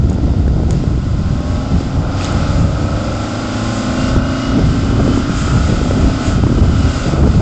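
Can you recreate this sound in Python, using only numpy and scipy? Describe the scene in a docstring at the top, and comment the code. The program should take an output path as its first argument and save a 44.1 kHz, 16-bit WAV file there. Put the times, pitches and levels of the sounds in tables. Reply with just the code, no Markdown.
"""A truck with a two-stroke diesel pulls across an open paved lot, revving up, then easing off.
Its firing pattern, nearly the same each crank turn, and gas noise sound through exhaust, block and air hiss.
Wind rumbles, flaps and thumps at the microphone throughout; the tallest peaks are cut flat.
Ticks come near 0.1 s and 0.7 s, a dull tap at 0.5 s, a rattle of loose fittings at 2.2 s. The fan hum
rises by 3.8 s, gear whine swells from 4 s; revs peak at 6 s, then the throttle closes and they sag."""
import sys
import numpy as np
from scipy.fft import rfft, irfft, next_fast_len
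from scipy.io import wavfile
from scipy.ndimage import map_coordinates

SR = 44100
rng = np.random.default_rng(int(sys.argv[2]) if len(sys.argv) > 2 else 0)


def put_to_file(sound):
    """Save the sound as 16-bit audio at rate SR, in the file named by the first command-line argument."""
    columns = np.atleast_2d(sound).T  # one column per channel
    safe = np.clip(columns, -1, 1)
    whole_steps = np.round(safe * 32767)
    wavfile.write(sys.argv[1], SR, whole_steps.astype(np.int16))


N = 326781

# Crank speed: t/s, f/Hz (turns per second)
CRANK_SPEED = [(0.0, 19.08), (1.11, 20.24), (1.65, 21.92), (2.02, 22.66), (2.29, 23.8), (2.91, 25.3),
               (3.3, 26.56), (4.5, 29.7), (4.83, 30.4), (5.2, 31.47), (5.6, 32.3), (6.05, 33.5),
               (6.4, 32.25), (6.81, 29.76), (7.2, 26.66), (7.41, 26.08)]
# Strength of multiples of crank speed in the firing: order, level/dB (relative)
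FIRING_ORDERS = [(3, 1), (4, 17), (5, 2), (7, -7), (8, 5.5), (9, 5), (10, -4), (11, -3), (12, 2), (13, -11),
                 (14, -3.5), (15, 0.5), (16, -9.5), (17, -3.5), (18, -2), (19, -1), (20, 3), (21, -1),
                 (22, 2.5), (23, 1), (24, -2.5), (25, -4.5), (26, 3), (27, -2), (28, 0), (29, -1.5),
                 (30, 4), (31, -1), (32, 1), (33, 2), (34, 1), (35, 4), (36, 4), (37, -4), (38, 9),
                 (39, -8), (41, 3), (42, 5.5), (43, -1.5), (44, -2.5), (45, 7.5), (46, 4), (47, 3),
                 (48, -7.5), (49, 2), (50, -0.5), (51, 7), (53, 1.5), (54, 2), (55, 0), (57, -5), (58, 0),
                 (110, -8.5)]
UNEVEN_DB, UNEVEN_ABOVE_ORDER = 1.5, 58  # chance spread of the high orders
LIFT_S, LIFT_OVER_S, LIFT_DB = 6.25, .25, -5.5  # throttle closes, firing sinks into gas noise

# Engine levels as the truck turns its sides to the microphone:
# t/s, block level/dB, exhaust growl level/dB, exhaust boom level/dB
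ENGINE_LEVELS = [(0.0, -40, -42, -35), (0.06, -41.5, -41, -25), (0.31, -40, -43, -24.5),
                 (1.09, -36.5, -40, -25.5), (1.67, -33, -31.5, -23), (1.86, -35.5, -32.5, -24),
                 (2.31, -28, -26.5, -20), (2.62, -31.5, -28, -23.5), (3.92, -29, -24.5, -18.5),
                 (4.46, -30, -28.5, -20.5), (4.6, -32.5, -26.5, -15.5), (4.62, -33.5, -32.5, -22),
                 (5.06, -30, -31.5, -20.5), (5.43, -29.5, -31.5, -24), (5.49, -26, -29, -25.5),
                 (5.7, -33, -29, -27.5), (6.33, -28.5, -26, -21.5), (6.4, -31.5, -31.5, -25),
                 (6.93, -27.5, -26, -17), (7.08, -27, -23.5, -22.5), (7.39, -33, -30, -26),
                 (7.41, -26, -20, -31)]
# Exhaust boom spectrum: f/Hz, level/dB (relative)
BOOM_SPECTRUM = [(70, -60.5), (95, -7.5), (112, -15), (175, -19), (225, -4.5), (270, 2.5), (330, -6),
                 (370, -10), (450, -46)]
# Exhaust growl spectrum: f/Hz, level/dB (relative)
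GROWL_SPECTRUM = [(330, -35.5), (400, -5.5), (460, -6.5), (520, -0.5), (570, 2), (690, -0.5), (760, -5.5),
                  (850, -3.5), (950, -24), (1200, -56)]
# Engine block spectrum: f/Hz, level/dB (relative)
BLOCK_SPECTRUM = [(700, -56.5), (960, -3), (1070, 3.5), (1170, 0), (1300, 6.5), (1420, 3.5), (1560, 2),
                  (1720, -18.5), (2050, -41), (2400, -6), (2800, -12), (4000, -54.5)]

# Block knocks, four a turn, each fading in and out:
# t/s, first level/dB, second level/dB, third level/dB, fourth level/dB (relative)
KNOCK_LEVELS = [(0.099, -1, 8.5, -2.5, -13.5), (0.501, -11.5, 3.5, -1.5, -19.5), (0.9, -9, -9, -0.5, -5.5),
                (1.3, 1.0, -2, -5, -3), (1.699, -11.5, 1, -2, -13), (2.1, 1.5, -8.5, -1.5, -5.5),
                (2.5, 8, -6, -10, 4.5), (2.898, -8.5, 7, -10.5, -13.5), (3.3, -18, 1, -3.5, -13),
                (3.7, -9, -3.5, 0, -2.5), (4.1, 5, -10.5, 1.5, -4.5), (4.499, -5, 8, -11.5, 2),
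                (4.899, 2, -1.5, -10, 3), (5.3, 5, -11, -17, 0.5), (5.699, 9, 7, -22.5, -11.5),
                (6.098, -0.5, 5.5, -11, -13), (6.5, 2, -2.5, -8.5, -0.5), (6.9, -1, 0, -12, -2),
                (7.3, -7, -1, 2.5, -8)]
# Block resonances: f/Hz, width/Hz, level/dB (relative)
KNOCK_RING = [(1300, 106, 3.5), (1440, 128, 0)]
KNOCK_AT_QUARTER = .42  # position within a quarter turn, 0-1
KNOCK_SCATTER_DB, KNOCK_JITTER_S = 1.8, .00005

# Air and tyres: t/s, level/dB, sizzle level/dB over the hiss
HISS_LEVELS = [(0.2, -43, -11), (0.28, -42.5, -11), (0.66, -43.5, -10), (0.72, -42, -6), (0.74, -40, -10),
               (0.98, -41.5, -9.5), (1.5, -38.5, -9.5), (1.69, -37.5, -12.5), (1.79, -37, -9.5),
               (2.07, -39.5, -11.5), (2.2, -32.5, -10.5), (2.25, -29, -7), (2.29, -31.5, -10),
               (2.37, -33, -10.5), (2.69, -37, -8.5), (2.99, -35, -10.5), (3.27, -33, -8.5),
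               (3.49, -33, -10.5), (3.79, -30, -6), (3.87, -31, -8), (4.09, -31, -9), (4.21, -35.5, -11.5),
               (4.32, -31, -10), (4.62, -32.5, -14.5), (4.66, -33, -9), (4.98, -34, -11),
               (5.18, -32.5, -6.5), (5.26, -34, -12.5), (5.38, -31.5, -4), (5.5, -31, -5.5),
               (6.18, -33, -10), (6.27, -29.5, -5), (6.4, -35.5, -9.5), (6.63, -36, -8.5),
               (6.93, -31.5, -8.5), (7.03, -30.5, -7.5), (7.21, -36.5, -9.5), (7.41, -37, -9)]
# Hiss spectrum: f/Hz, level/dB (relative)
HISS_SPECTRUM = [(1000, -33), (1740, -4.5), (2070, 0), (2250, -5.5), (2860, -3), (3690, -3), (3880, -5.5),
                 (4550, -4.5), (4900, -1), (5250, -5), (5840, -8), (6500, -12), (8450, -35.5)]
# Sizzle spectrum: f/Hz, level/dB (relative)
SIZZLE_SPECTRUM = [(5000, -40.5), (6200, -5.5), (7200, 1.5), (8200, -10.5), (9500, -27)]

# Blower gear whine swells: t/s, level/dB
WHINE_SWELLS = [(1.45, -60), (4.04, -39.5), (4.33, -40), (4.5, -42), (4.8, -48), (4.97, -48), (5.13, -42.5),
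                (5.42, -44), (5.9, -46), (6.35, -48), (6.62, -51), (6.77, -48), (6.96, -41.5)]
GEAR_ORDER = 97.85  # teeth meeting per crank turn
GEAR_STEADY_DB, SWELL_HALF_WIDTH_S = -60.5, .11
# Fan hum: t/s, level/dB
FAN_LEVELS = [(3.3, -54), (3.8, -27), (4.4, -30.5), (5.2, -31), (6.1, -28), (6.5, -31), (7.0, -50)]
FAN_ORDER = 7.4  # blades passing per crank turn

# Loose fittings over a bump: t/s, envelope peak level/dB, f/Hz
RATTLE_HITS = [(2.2105, -21, 2500), (2.221, -21, 2500), (2.2374, -25, 2600), (2.2452, -20.5, 3550),
               (2.2457, -14.5, 6600), (2.2528, -17, 4000), (2.256, -28, 7200), (2.2645, -22, 5000),
               (2.3244, -21, 7340)]

# Wind rumble: t/s, level/dB
RUMBLE_LEVELS = [(0.05, -9), (0.09, -12), (1.82, -16.5), (2.05, -15.5), (2.19, -20.5), (2.6, -11.5),
                 (3.38, -24.5), (3.44, -21), (3.52, -25.5), (4.07, -19), (4.17, -11.5), (4.32, -22),
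                 (4.44, -27.5), (4.54, -10.5), (4.72, -9.5), (4.74, -16), (4.89, -11.5), (5.52, -17),
                 (5.58, -12), (6.11, -13), (6.22, -18), (6.32, -10.5), (6.75, -12), (6.91, -16.5),
                 (7.24, -10.5), (7.38, -11)]
# Wind rumble spectrum: f/Hz, level/dB (relative)
RUMBLE_SPECTRUM = [(8.8, -52), (15, -14.5), (70, -0.5), (102, -3), (167, -7), (231, -14), (260, -22.5),
                   (340, -55), (570, -120)]
# Fast buffeting: t/s, level/dB
FLAP_LEVELS = [(0, -25), (.25, -21.5), (.5, -24.5), (.7, -24), (1, -29), (1.5, -33), (1.85, -28),
               (2.2, -35), (2.7, -26.5), (3.1, -31.5), (3.5, -41), (4.07, -38.5), (4.17, -30), (4.28, -47),
               (4.46, -32.5), (4.58, -14.5), (4.68, -25.5), (4.8, -19.5), (5, -19.5), (5.25, -23.5),
               (5.4, -27), (5.7, -20), (6, -21), (6.2, -26.5), (6.45, -19.5), (6.7, -23), (6.9, -28.5),
               (7.15, -18), (7.41, -21.5)]
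# Fast buffeting spectrum: f/Hz, level/dB (relative)
FLAP_SPECTRUM = [(100, -29), (200, 5), (320, 2.5), (450, -4.5), (750, -10.5), (950, -18), (1300, -26),
                 (3000, -63.5)]
# Single pushes of wind on the diaphragm: t/s, envelope peak level/dB, f/Hz
WIND_THUMPS = [(0.037, -12.5, 270), (0.119, -10, 400), (0.185, -9, 375), (0.24, -14.5, 330),
               (0.293, -11, 273), (0.385, -13, 270), (0.479, -6, 328), (0.634, -10, 380), (0.839, -6, 300),
               (0.977, -9.5, 270), (1.405, -8, 270), (1.809, -9, 266), (1.863, -10, 268), (2.795, -13, 270),
               (4.163, 2, 257), (4.522, -11, 270), (4.593, -1.5, 277), (4.911, -7.5, 276),
               (5.078, -0.5, 350), (5.175, 2, 268), (5.295, -5, 266), (5.727, -3, 350), (5.815, -6, 269),
               (5.91, -1, 403), (5.975, -6, 267), (6.044, -2, 268), (6.394, -8, 270), (6.436, 1, 270),
               (6.468, -3.5, 273), (6.525, -4, 270), (6.584, -7, 380), (6.657, -15, 267), (6.793, -19, 265),
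               (7.137, -8.5, 270), (7.205, -10, 270), (7.274, -2.5, 400)]

# Ticks close to the microphone: t/s, level/dB
TICK_HITS = [(0.0977, -22), (0.1014, -26), (0.1301, -26), (0.1434, -29), (0.7078, -11), (0.7214, -28),
             (0.7292, -24)]
# Tick resonances: f/Hz, level/dB (relative), t60/s
TICK_RING = [(6800, -2.5, 0.0061), (4400, -12, 0.0034), (2900, -20, .002)]
# Dull tap on the housing: t/s, envelope peak level/dB, f/Hz
HOUSING_TAP = [(.4805, -19, 1500)]

CLIP_LEVEL = .71  # full scale = 1
TOP_HZ, TOP_FADE_HZ = 8990, 700


def amp(db):
    """Decibels to gain."""
    return 10 ** (np.asarray(db) / 20)


def unit(x):
    """Scale to rms 1."""
    return x / np.sqrt(np.mean(x ** 2) + 1e-20)


def curves(rows):
    """Interpolate each column after the time to one value per sample."""
    s, *cols = np.transpose(rows)
    return [np.interp(np.arange(N) / SR, s, c) for c in cols]


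def wobble(knots_per_s):
    """Smooth random curve through normally distributed knots."""
    return map_coordinates(rng.standard_normal(N // 100), [np.arange(N) * knots_per_s / SR])


def filtered(x, response):
    """Multiply the spectrum of x by a response of frequency."""
    m = next_fast_len(N + SR // 2)
    return irfft(rfft(x, m) * response(np.fft.rfftfreq(m, 1 / SR)), m)[:N]


def coloured(x, spectrum):
    """Shape x by spectrum points on a log-frequency axis, rms 1."""
    f, db = np.transpose(spectrum)

    def response(hz):
        return amp(np.interp(np.log(hz + 1), np.log(f), db, -120, -120))

    return unit(filtered(x, response))


def blows(events, cycles, noise):
    """Damped swing with some grit per event; its envelope peaks after the given cycles."""
    out, t = np.zeros(N + SR), np.arange(SR // 20) / SR
    for s, db, hz in events:
        swing = np.sin(2 * np.pi * hz * t) + noise * rng.standard_normal(len(t))
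        envelope = hz * t * np.exp(-hz * t / cycles) / cycles * np.e
        out[round(s * SR):][:len(t)] += amp(db) * swing * envelope
    return out[:N]


def truck():
    """Firing and gas noise shaped by exhaust, block and air paths, plus gears, fan and sizzle."""
    turns = crank_turns()
    block_db, growl_db, boom_db = curves(ENGINE_LEVELS)
    hiss_db, sizzle_db = curves(HISS_LEVELS)
    lift = np.clip((np.arange(N) / SR - LIFT_S) / LIFT_OVER_S, 0, 1)
    beat = amp(LIFT_DB * lift) * firing(turns, drift_db=3.3, slip_rad=.35, turns_per_change=6)

    # gas-noise gains before shaping; white noise spreads far wider than the orders
    boom = coloured(beat + amp(-4) * puffs(turns, depth=.4), BOOM_SPECTRUM)
    growl = coloured(beat + amp(.4) * puffs(turns, depth=.4), GROWL_SPECTRUM)
    clatter = coloured(beat + amp(7) * puffs(turns, depth=.5), BLOCK_SPECTRUM)
    block = unit(clatter + amp(-4) * knocks(turns))
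    hiss = coloured(beat + amp(15) * puffs(turns, depth=.15), HISS_SPECTRUM)
    sizzle = coloured(rng.standard_normal(N), SIZZLE_SPECTRUM) * amp(sizzle_db + 0.7 * wobble(21))

    engine = amp(boom_db) * boom + amp(growl_db) * growl + amp(block_db) * block
    air = amp(hiss_db + .6 * wobble(9)) * (hiss + sizzle)
    return engine + gears(turns) + fan(turns) + air


def crank_turns():
    """Integrate crank speed to turns so far."""
    return np.cumsum(curves(CRANK_SPEED)[0]) / SR


def firing(turns, drift_db, slip_rad, turns_per_change, count=110, size=4096):
    """Pressure pattern of one turn, repeated; high orders drift most in strength and phase as the truck moves."""
    order, db = np.transpose(FIRING_ORDERS)
    orders = np.arange(1, count + 1)
    chance = rng.standard_normal((2, 150, count)) * np.sqrt(np.minimum(orders / 28, 1))
    phase = rng.uniform(0, 2 * np.pi, count) + np.cumsum(slip_rad * chance[0], axis=0)
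    uneven_db = UNEVEN_DB * rng.standard_normal(count) * (orders > UNEVEN_ABOVE_ORDER)
    level = amp(np.interp(orders, order, db) + uneven_db + drift_db * chance[1])

    # one row per drift state, one column per crank angle; read between both
    harmonics = np.pad(level * np.exp(1j * phase), ((0, 0), (1, 0)))
    pattern = np.pad(irfft(harmonics, size), ((0, 0), (0, 1)), "wrap")
    return unit(map_coordinates(pattern, [turns / turns_per_change, turns % 1 * size], order=1))


def puffs(turns, depth):
    """Gas noise swelling with each of eight firings a turn, rms 1."""
    return unit(rng.standard_normal(N) * (1 + depth * np.cos(2 * np.pi * 8 * turns)))


def knocks(turns):
    """Impulses, four a turn with their own strengths, ring the block resonances."""
    s, *levels = np.transpose(KNOCK_LEVELS)
    count = np.arange(int(4 * turns[-1]) - 1)
    chance = rng.standard_normal((len(count), 2))
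    at = np.interp((count + KNOCK_AT_QUARTER) / 4, turns, np.arange(N) / SR)
    db = np.array([np.interp(at, s, level) for level in levels])[count % 4, count]
    where = np.round((at + KNOCK_JITTER_S * chance[:, 0]) * SR).astype(int)
    impulses = np.bincount(where, amp(db + KNOCK_SCATTER_DB * chance[:, 1]), N)

    def ring(f):
        total = 0
        for k, (centre, width, gain_db) in enumerate(KNOCK_RING):
            resonance = 1j * f * width / (centre * centre - f * f + 1j * f * width)
            total = total + (-1) ** k * amp(gain_db) * resonance  # alternating polarity
        return total

    return unit(filtered(impulses, ring))


def gears(turns):
    """Blower tooth-meshing sine locked to the crank, wavering, with swells over a steady level."""
    t = np.arange(N) / SR
    swells = sum(amp(db) * np.exp(-((t - s) / SWELL_HALF_WIDTH_S) ** 2) for s, db in WHINE_SWELLS)
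    level = amp(GEAR_STEADY_DB) + swells
    waver = amp(2.5 * wobble(18))
    whine = np.sin(2 * np.pi * GEAR_ORDER * turns + .3 * wobble(25))
    return np.sqrt(2) * level * waver * whine


def fan(turns):
    """Blade-passing sine between two crank orders, with wandering level and phase."""
    level = amp(curves(FAN_LEVELS)[0] + 1.1 * wobble(5.3))
    return np.sqrt(2) * level * np.sin(2 * np.pi * FAN_ORDER * turns + 0.54 * wobble(3.8))


def rattle():
    """Loose fittings strike over a bump: gritty damped swings."""
    return blows(RATTLE_HITS, cycles=1.66, noise=0.37)


def wind():
    """Eddies push the diaphragm: lumpy low noise, faster flaps sharing its lumps, single thumps."""
    eddies = wobble(16)
    rumble = coloured(rng.standard_normal(N) * amp(1.9 * eddies), RUMBLE_SPECTRUM)
    flaps = coloured(rng.standard_normal(N) * amp(1.5 * eddies + 3.6 * wobble(110)), FLAP_SPECTRUM)
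    thumps = blows(WIND_THUMPS, cycles=0.26, noise=0.039)
    return amp(curves(RUMBLE_LEVELS)[0]) * rumble + amp(curves(FLAP_LEVELS)[0]) * flaps + thumps


def ticks():
    """Small hard ticks: decaying resonances plus a noise burst."""
    out, t = np.zeros(N + SR), np.arange(SR // 20) / SR
    for s, db in TICK_HITS:
        ring = sum(amp(level - 60 * t / t60) * np.sin(2 * np.pi * hz * t) for hz, level, t60 in TICK_RING)
        burst = 0.34 * amp(-60 * t / 0.022) * rng.standard_normal(len(t))
        out[round(s * SR):][:len(t)] += amp(db) * (ring + burst)
    return out[:N]


def housing_tap():
    """Dull tap on the housing: one gritty, quickly damped swing."""
    return blows(HOUSING_TAP, cycles=.4, noise=.3)


def scene():
    """Sum truck, rattle, wind, ticks and tap at one microphone."""
    return (truck() + rattle() + wind() + ticks() + housing_tap())[None]


def record(dry):
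    """Input stage cuts the tallest peaks flat, then the band limit fades the top to nothing."""
    clipped = np.clip(dry[0], -CLIP_LEVEL, CLIP_LEVEL)
    return filtered(clipped, lambda hz: np.clip((TOP_HZ - hz) / TOP_FADE_HZ, 0, 1) ** 0.86)[None]


dry = scene()
out = record(dry)
put_to_file(out)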